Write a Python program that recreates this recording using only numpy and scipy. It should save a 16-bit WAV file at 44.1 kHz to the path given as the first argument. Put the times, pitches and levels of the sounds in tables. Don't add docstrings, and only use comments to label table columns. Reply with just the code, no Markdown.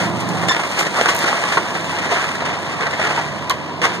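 import sys
import numpy as np
from scipy import signal
from scipy.fft import rfft, irfft, next_fast_len
from scipy.io import wavfile

SR = 44100
rng = np.random.default_rng(int(sys.argv[2]) if len(sys.argv) > 2 else 0)


def file_out(sig):
    cols = np.atleast_2d(sig).T
    lim = np.clip(cols, -1, 1)
    pcm = np.round(lim * 32767).astype(np.int16)
    wavfile.write(sys.argv[1], SR, pcm)


N = 176400
T = np.arange(N) / SR
FIBRES_PER_S = 5000

# (time [s], level [dB], level of the finest splinters [dB])
CRUSH_LEVELS = [(0, -19.5, -32.5), (.12, -32.5, -41), (.33, -29.5, -40.5), (.6, -27.5, -37.5),
                (.69, -30, -36), (.8, -20, -32.5), (.92, -30, -39), (.97, -23.5, -30), (1.05, -23.5, -34),
                (1.11, -21, -41), (1.18, -22.5, -29.5), (1.28, -21.5, -34.5), (1.56, -24, -35),
                (1.63, -27.5, -39.5), (1.9, -27, -39), (2.05, -24, -39.5), (2.25, -24, -38.5),
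                (2.38, -28.5, -41), (2.49, -22.5, -63), (2.58, -27.5, -43), (2.97, -28, -46),
                (3.02, -19, -40), (3.17, -24, -44), (3.32, -32, -46.5), (3.75, -39, -53.5), (4, -37, -49)]
# (frequency [Hz], relative level [dB])
WOOD_SPECTRUM = [(50, -35), (130, -23.5), (280, -4.5), (450, 0.5), (700, 1.5), (1050, 0), (1400, -0.5),
                 (2000, 1), (3000, -7.5), (4500, -12.5), (7000, -17), (10000, -27.5), (15000, -48.5)]


def from_db(db):
    return 10 ** (np.asarray(db) / 20)


def unit_rms(x):
    return x / np.sqrt(np.mean(x ** 2, axis=-1, keepdims=True) + 1e-20)


def in_time(rows):
    times, *columns = np.transpose(rows)
    return [np.interp(T, times, column) for column in columns]


def at_hz(spectrum, hz):
    points_hz, db = np.transpose(spectrum)
    return np.interp(np.log(hz + 1), np.log(points_hz), db)


def colour(x, spectrum, tilt_db=0, tilt_from_hz=1300, tilt_to_hz=13800):
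    n = 2 * next_fast_len(x.shape[-1] // 2 + 2048)
    hz = np.fft.rfftfreq(n, 1 / SR)
    octaves = np.log2(np.clip(hz, tilt_from_hz, tilt_to_hz) / tilt_from_hz)
    cepstrum = irfft(np.log(from_db(at_hz(spectrum, hz) + tilt_db * octaves)))
    cepstrum[1:n // 2] *= 2
    cepstrum[n // 2 + 1:] = 0
    return irfft(rfft(x, n) * np.exp(rfft(cepstrum)))[..., :x.shape[-1]]


def drift(per_s):
    return unit_rms(np.interp(T * per_s, np.arange(4096), rng.standard_normal(4096)))


def swell(t, rise_s, fall_s):
    return np.exp(-(np.minimum(t, 0) / max(rise_s, 1e-4)) ** 2 - np.maximum(t, 0) / fall_s)


def yard_echoes(x, level_db=-9, t60_s=0.19, cut_hz=8000):
    t = T[:SR]
    reflections = rng.standard_normal((2, SR)) * (rng.random((2, SR)) < .03)
    tail = reflections * np.exp(-np.log(1000) * t / t60_s) * (t > .006)
    tail = from_db(level_db) * unit_rms(tail) / np.sqrt(SR)
    dull = signal.sosfilt(signal.butter(1, cut_hz, fs=SR, output="sos"), x)
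    return signal.fftconvolve(dull, tail, axes=-1)[:, :N]


def engine(firings_per_turn=3, throb_depth=0.098, waver_db=2.0):
    # (time [s], speed [turns/s])
    speed_curve = [(0, 24.5), (.47, 24.3), (.62, 22.9), (1.2, 25), (2.1, 23.2), (3.2, 21.5), (3.58, 21.1),
                   (4, 25.4)]
    # (time [s], load [0-1])
    load_curve = [(0, 1), (.47, 1), (.53, 0.06), (4, 0.22)]
    # (multiple of the speed, level running freely [dB], level labouring [dB])
    orders = [(4, -46, -38), (5, -51.5, -38), (6, -49.5, -41), (7, -42, -29), (8, -50.5, -34.5),
              (14, -48, -37)]
    # (frequency [Hz], density [dB per Hz])
    machine_spectrum = [(50, -82), (90, -78.5), (130, -62), (200, -57), (330, -56.5), (480, -60.5),
                        (670, -55), (810, -64.5), (1000, -54), (1400, -71.5), (2000, -69), (3000, -73.5),
                        (4500, -78), (7000, -89.5), (10000, -104), (15000, -108)]
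    # (frequency [Hz], density [dB per Hz])
    exhaust_spectrum = [(30, -92), (60, -80), (100, -52), (200, -52), (320, -51), (520, -61.5),
                        (660, -53.5), (1050, -57), (1400, -64), (3000, -103)]
    (speed,), (load,) = in_time(speed_curve), in_time(load_curve)
    crank_angle = 2 * np.pi * np.cumsum(speed) / SR
    tones = 0
    for order, free_db, labouring_db in orders:
        level_db = free_db + (labouring_db - free_db) * load + waver_db * drift(11)
        phase = order * crank_angle + rng.uniform(0, 2 * np.pi) + 0.47 * drift(14)
        tones += np.sqrt(2) * from_db(level_db) * np.sin(phase)
    white = rng.standard_normal((2, 2, N)) * np.sqrt(SR / 2)
    noise = colour(white[0], machine_spectrum) + load * colour(white[1], exhaust_spectrum)
    throb = 1 + throb_depth * np.sin(firings_per_turn * crank_angle)
    return noise * throb + tones * np.array([[1], [0]])


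def squeaks(pitch_waver=.02):
    # (peak time [s], pitch [Hz], glide [octaves/s], rise [s], fall [s], levels of harmonics 1-4 [dB])
    slips = [(0.496, 1784, 0, 0.0042, 0.023, -18.5, -18, -22, -28),
             (3.508, 1084, -22, 0.0039, 0.0062, -12, -30, -21.5, -26)]
    out = np.zeros((2, N))
    for s, hz, glide, rise_s, fall_s, *levels_db in slips:
        pitch = hz * 2 ** (glide * np.clip(T - s, -2 * rise_s, fall_s))
        phase = 2 * np.pi * np.cumsum(pitch * (1 + pitch_waver * drift(700))) / SR
        tone = sum(from_db(db + 2 * drift(400)) * np.exp(1j * k * phase)
                   for k, db in enumerate(levels_db, 1))
        tone = np.sqrt(2) * tone * swell(T - s, rise_s, fall_s)
        out += [tone.real, tone.imag]
    return out


def clatter(per_s=45, lowest_hz=640, octaves=2, decay_cycles=5):
    crush_db, _ = in_time(CRUSH_LEVELS)
    strikes = []
    for when, place, weakness in rng.random((int(per_s * N / SR), 3)):
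        hz = lowest_hz * 2 ** (octaves * place)
        level_db = crush_db[int(when * N)] + 2 - 10 * weakness
        strikes.append((when * N / SR, hz, level_db, decay_cycles / hz))
    return strikes


def knocks(loose_strikes):
    # (time [s], pitch [Hz], level [dB], decay [s])
    large_strikes = [(.508, 1048, -16.5, 0.02), (.866, 648, -25.5, 0.01), (1.012, 489, -16, .006),
                     (1.088, 1125, -15, 0.011), (1.572, 1066, -11, 0.0055), (1.72, 683, -23, 0.011),
                     (2.12, 698, -17.5, 0.02), (2.421, 682.4, -18, 0.0059), (2.995, 646, -14.5, 0.0078),
                     (3.178, 937, -20, 0.017)]
    # (multiple of its pitch, relative level [dB])
    modes = [(0.999, 5.5), (1.329, -1.5), (1.62, -6)]
    out = np.zeros((2, N))
    for s, hz, level_db, decay_s in large_strikes + loose_strikes:
        start = int(s * SR)
        t = T[:min(SR // 3, N - start)]
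        for ratio, mode_db in modes:
            paths = np.array([[1], [rng.uniform(-0.75, 1)]])
            ring = np.sin(2 * np.pi * hz * ratio * t) * np.exp(-t / decay_s)
            out[:, start:start + len(t)] += from_db(level_db + mode_db) * ring * paths
    return out


def snaps(decay_s=.0022):
    # (time [s], level [dB], band centre [Hz])
    pieces = [(1.149, -19, 9500), (1.164, -19.5, 8500), (1.190, -23, 10500), (3.4972, -11, 3200),
              (3.5095, -15, 3300)]
    out, t = np.zeros((2, N)), T[:SR // 20]
    for s, level_db, hz in pieces:
        band = signal.butter(1, [hz / np.sqrt(2), hz * np.sqrt(2)], "band", fs=SR, output="sos")
        spit = unit_rms(signal.sosfilt(band, rng.standard_normal((2, len(t)))))
        start = int(s * SR)
        out[:, start:start + len(t)] += from_db(level_db) * spit * np.exp(-t / decay_s)
    return out


def clicks(per_s, size, spread_db=1):
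    strength = from_db(spread_db * np.minimum(rng.exponential(1, (2, size)), 4))
    polarity = rng.choice([-1, 1], (2, size))
    return strength * polarity * (rng.random((2, size)) < per_s / SR)


def boards(x, count, low_hz=372, high_hz=4330, t60_cycles=45, ring_gain=0.57):
    dealt, rings = rng.integers(0, count, x.shape), 0
    for k, place in enumerate((np.arange(count) + rng.random(count)) / count):
        hz = low_hz * (high_hz / low_hz) ** place
        radius = np.exp(-np.log(1000) * hz / (t60_cycles * SR))
        poles = [1, -2 * radius * np.cos(2 * np.pi * hz / SR), radius ** 2]
        ring = signal.lfilter([1 - radius, 0, radius - 1], poles, x * (dealt == k) + 1e-18)
        rings += ring * (-1) ** k
    return x + ring_gain * np.sqrt(count) * rings


def crushing(splinters_per_s=1500, flutter_rms_db=1.58):
    # (frequency [Hz], relative level [dB])
    fine_spectrum = [(1000, -23), (3500, 6.5), (8500, 2), (11000, -9.5), (15000, -18)]
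    coarse_db, fine_db = in_time(CRUSH_LEVELS)
    flutter_db = flutter_rms_db * drift(110)
    coarse = unit_rms(colour(boards(clicks(splinters_per_s, N), count=24), WOOD_SPECTRUM))
    fine = unit_rms(colour(clicks(FIBRES_PER_S, N), fine_spectrum))
    return from_db(coarse_db + flutter_db) * coarse + from_db(fine_db + flutter_db) * fine


def fracture(s, level_db, rise_s, fall_s, tilt_db, hold_s=0):
    size = SR // 3
    t = (np.arange(size) - size // 2) / SR
    envelope = swell(t - np.clip(t, 0, hold_s), rise_s, fall_s)
    fibres = clicks(FIBRES_PER_S, size) * envelope
    burst = unit_rms(colour(boards(fibres, count=5), WOOD_SPECTRUM, tilt_db))
    out = np.zeros((2, N + 2 * SR))
    start = SR + int(s * SR) - size // 2
    out[:, start:start + size] = burst * np.sqrt(np.mean(envelope ** 2)) * from_db(level_db)
    return out[:, SR:SR + N]


def breaking():
    # (peak time [s], level [dB], rise [s], fall [s], treble tilt [dB/octave])
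    tears = [(0.204, -28.5, 0.0041, 0.013, 7), (.29, -31, 0.004, 0.012, 10),
             (0.522, -17, 0.011, 0.011, 1.5), (0.797, -23.5, 0.01, 0.021, 10.5),
             (.998, -16.5, 0.047, 0.019, -4), (1.092, -14.5, 0.0085, 0.022, 3),
             (1.29, -17.5, 0.028, 0.0063, 0), (1.524, -18.5, 0.0067, 0.028, 1),
             (2.125, -18, 0.017, 0.047, 1), (2.171, -16, 0.017, 0.0069, -5),
             (2.824, -18.5, 0.023, 0.029, -3), (2.937, -20.5, 0.01, 0.0086, -1.5),
             (3.183, -20, 0.0085, 0.018, -2), (3.847, -12, 0.015, 0.022, 0.1),
             (3.91, -24.5, 0.039, 0.042, -0.5), (3.952, -25.5, 0.02, 0.016, 2)]
    # (time [s], level [dB], decay [s], treble tilt [dB/octave])
    cracks = [(.431, -17, 0.0055, -13), (.484, -14, 0.0085, 3), (.546, -15, 0.0019, -4),
              (.565, -14, 0.0037, -4), (.594, -16.5, 0.014, -3.5), (0.634, -17, 0.0048, -2),
              (.79, -13.5, 0.0049, 2), (.809, -13, 0.0026, -9), (.867, -16.5, 0.0054, 1),
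              (1.011, -9, 0.0031, 0), (1.057, -11, 0.0056, 0.5), (1.067, -15, 0.0031, -4),
              (1.241, -12, 0.0064, -3.5), (1.328, -12, 0.0022, -5.5), (1.437, -12.5, 0.0036, -2),
              (1.572, -10.5, 0.01, -5.5), (1.750, -19, .015, -2), (2.866, -17, 0.0068, -2),
              (2.908, -23, 0.0091, 2), (2.997, -22.5, 0.006, 1), (3.5, -16.5, 0.014, -0.5),
              (3.816, -16.5, 0.017, 1), (3.852, -12, 0.0018, 0.5)]
    tearing = sum(fracture(*tear) for tear in tears)
    cracking = sum(fracture(s, db, 0, decay, tilt, hold_s=0.0025) for s, db, decay, tilt in cracks)
    return tearing + cracking


def scene(lean_right=0.59):
    # (frequency [Hz], gain [dB])
    width = [(100, -0.5), (230, -7), (500, -10), (900, -5.5), (2000, 2.5), (5000, 1), (14000, -1)]
    wood = crushing() + breaking() + snaps() + knocks(clatter()) + squeaks()
    direct, scattered = engine() + wood + yard_echoes(wood)
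    side = np.sqrt(1 - lean_right ** 2) * scattered - lean_right * direct
    side = irfft(rfft(side) * from_db(at_hz(width, np.fft.rfftfreq(N, 1 / SR))), N)
    return np.array([direct + side, direct - side])


def record(dry, crossfeed_delay_s=.000382, crossfeed_from_hz=586, low_cut_hz=75, top_cut_hz=15800):
    # (frequency [Hz], gain [dB])
    response = [(450, -1), (1000, -5), (2000, -5.5), (14000, -4)]
    hz = np.fft.rfftfreq(2 * N, 1 / SR)
    above_bass = 1 - np.exp(-(hz / crossfeed_from_hz) ** 2)
    crossfeed = above_bass * np.exp(-2j * np.pi * hz * crossfeed_delay_s)
    capsules = rfft(dry, 2 * N)
    wide = irfft((capsules - crossfeed * capsules[::-1]) * from_db(at_hz(response, hz)))[:, :N]
    low_cut = signal.butter(4, low_cut_hz, "high", fs=SR, output="sos")
    top_cut = signal.ellip(10, .2, 80, top_cut_hz, fs=SR, output="sos")
    clipped = np.clip(signal.sosfilt(low_cut, wide), -1, 1)
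    return signal.sosfilt(top_cut, clipped)


dry = scene()
out = record(dry)
file_out(out)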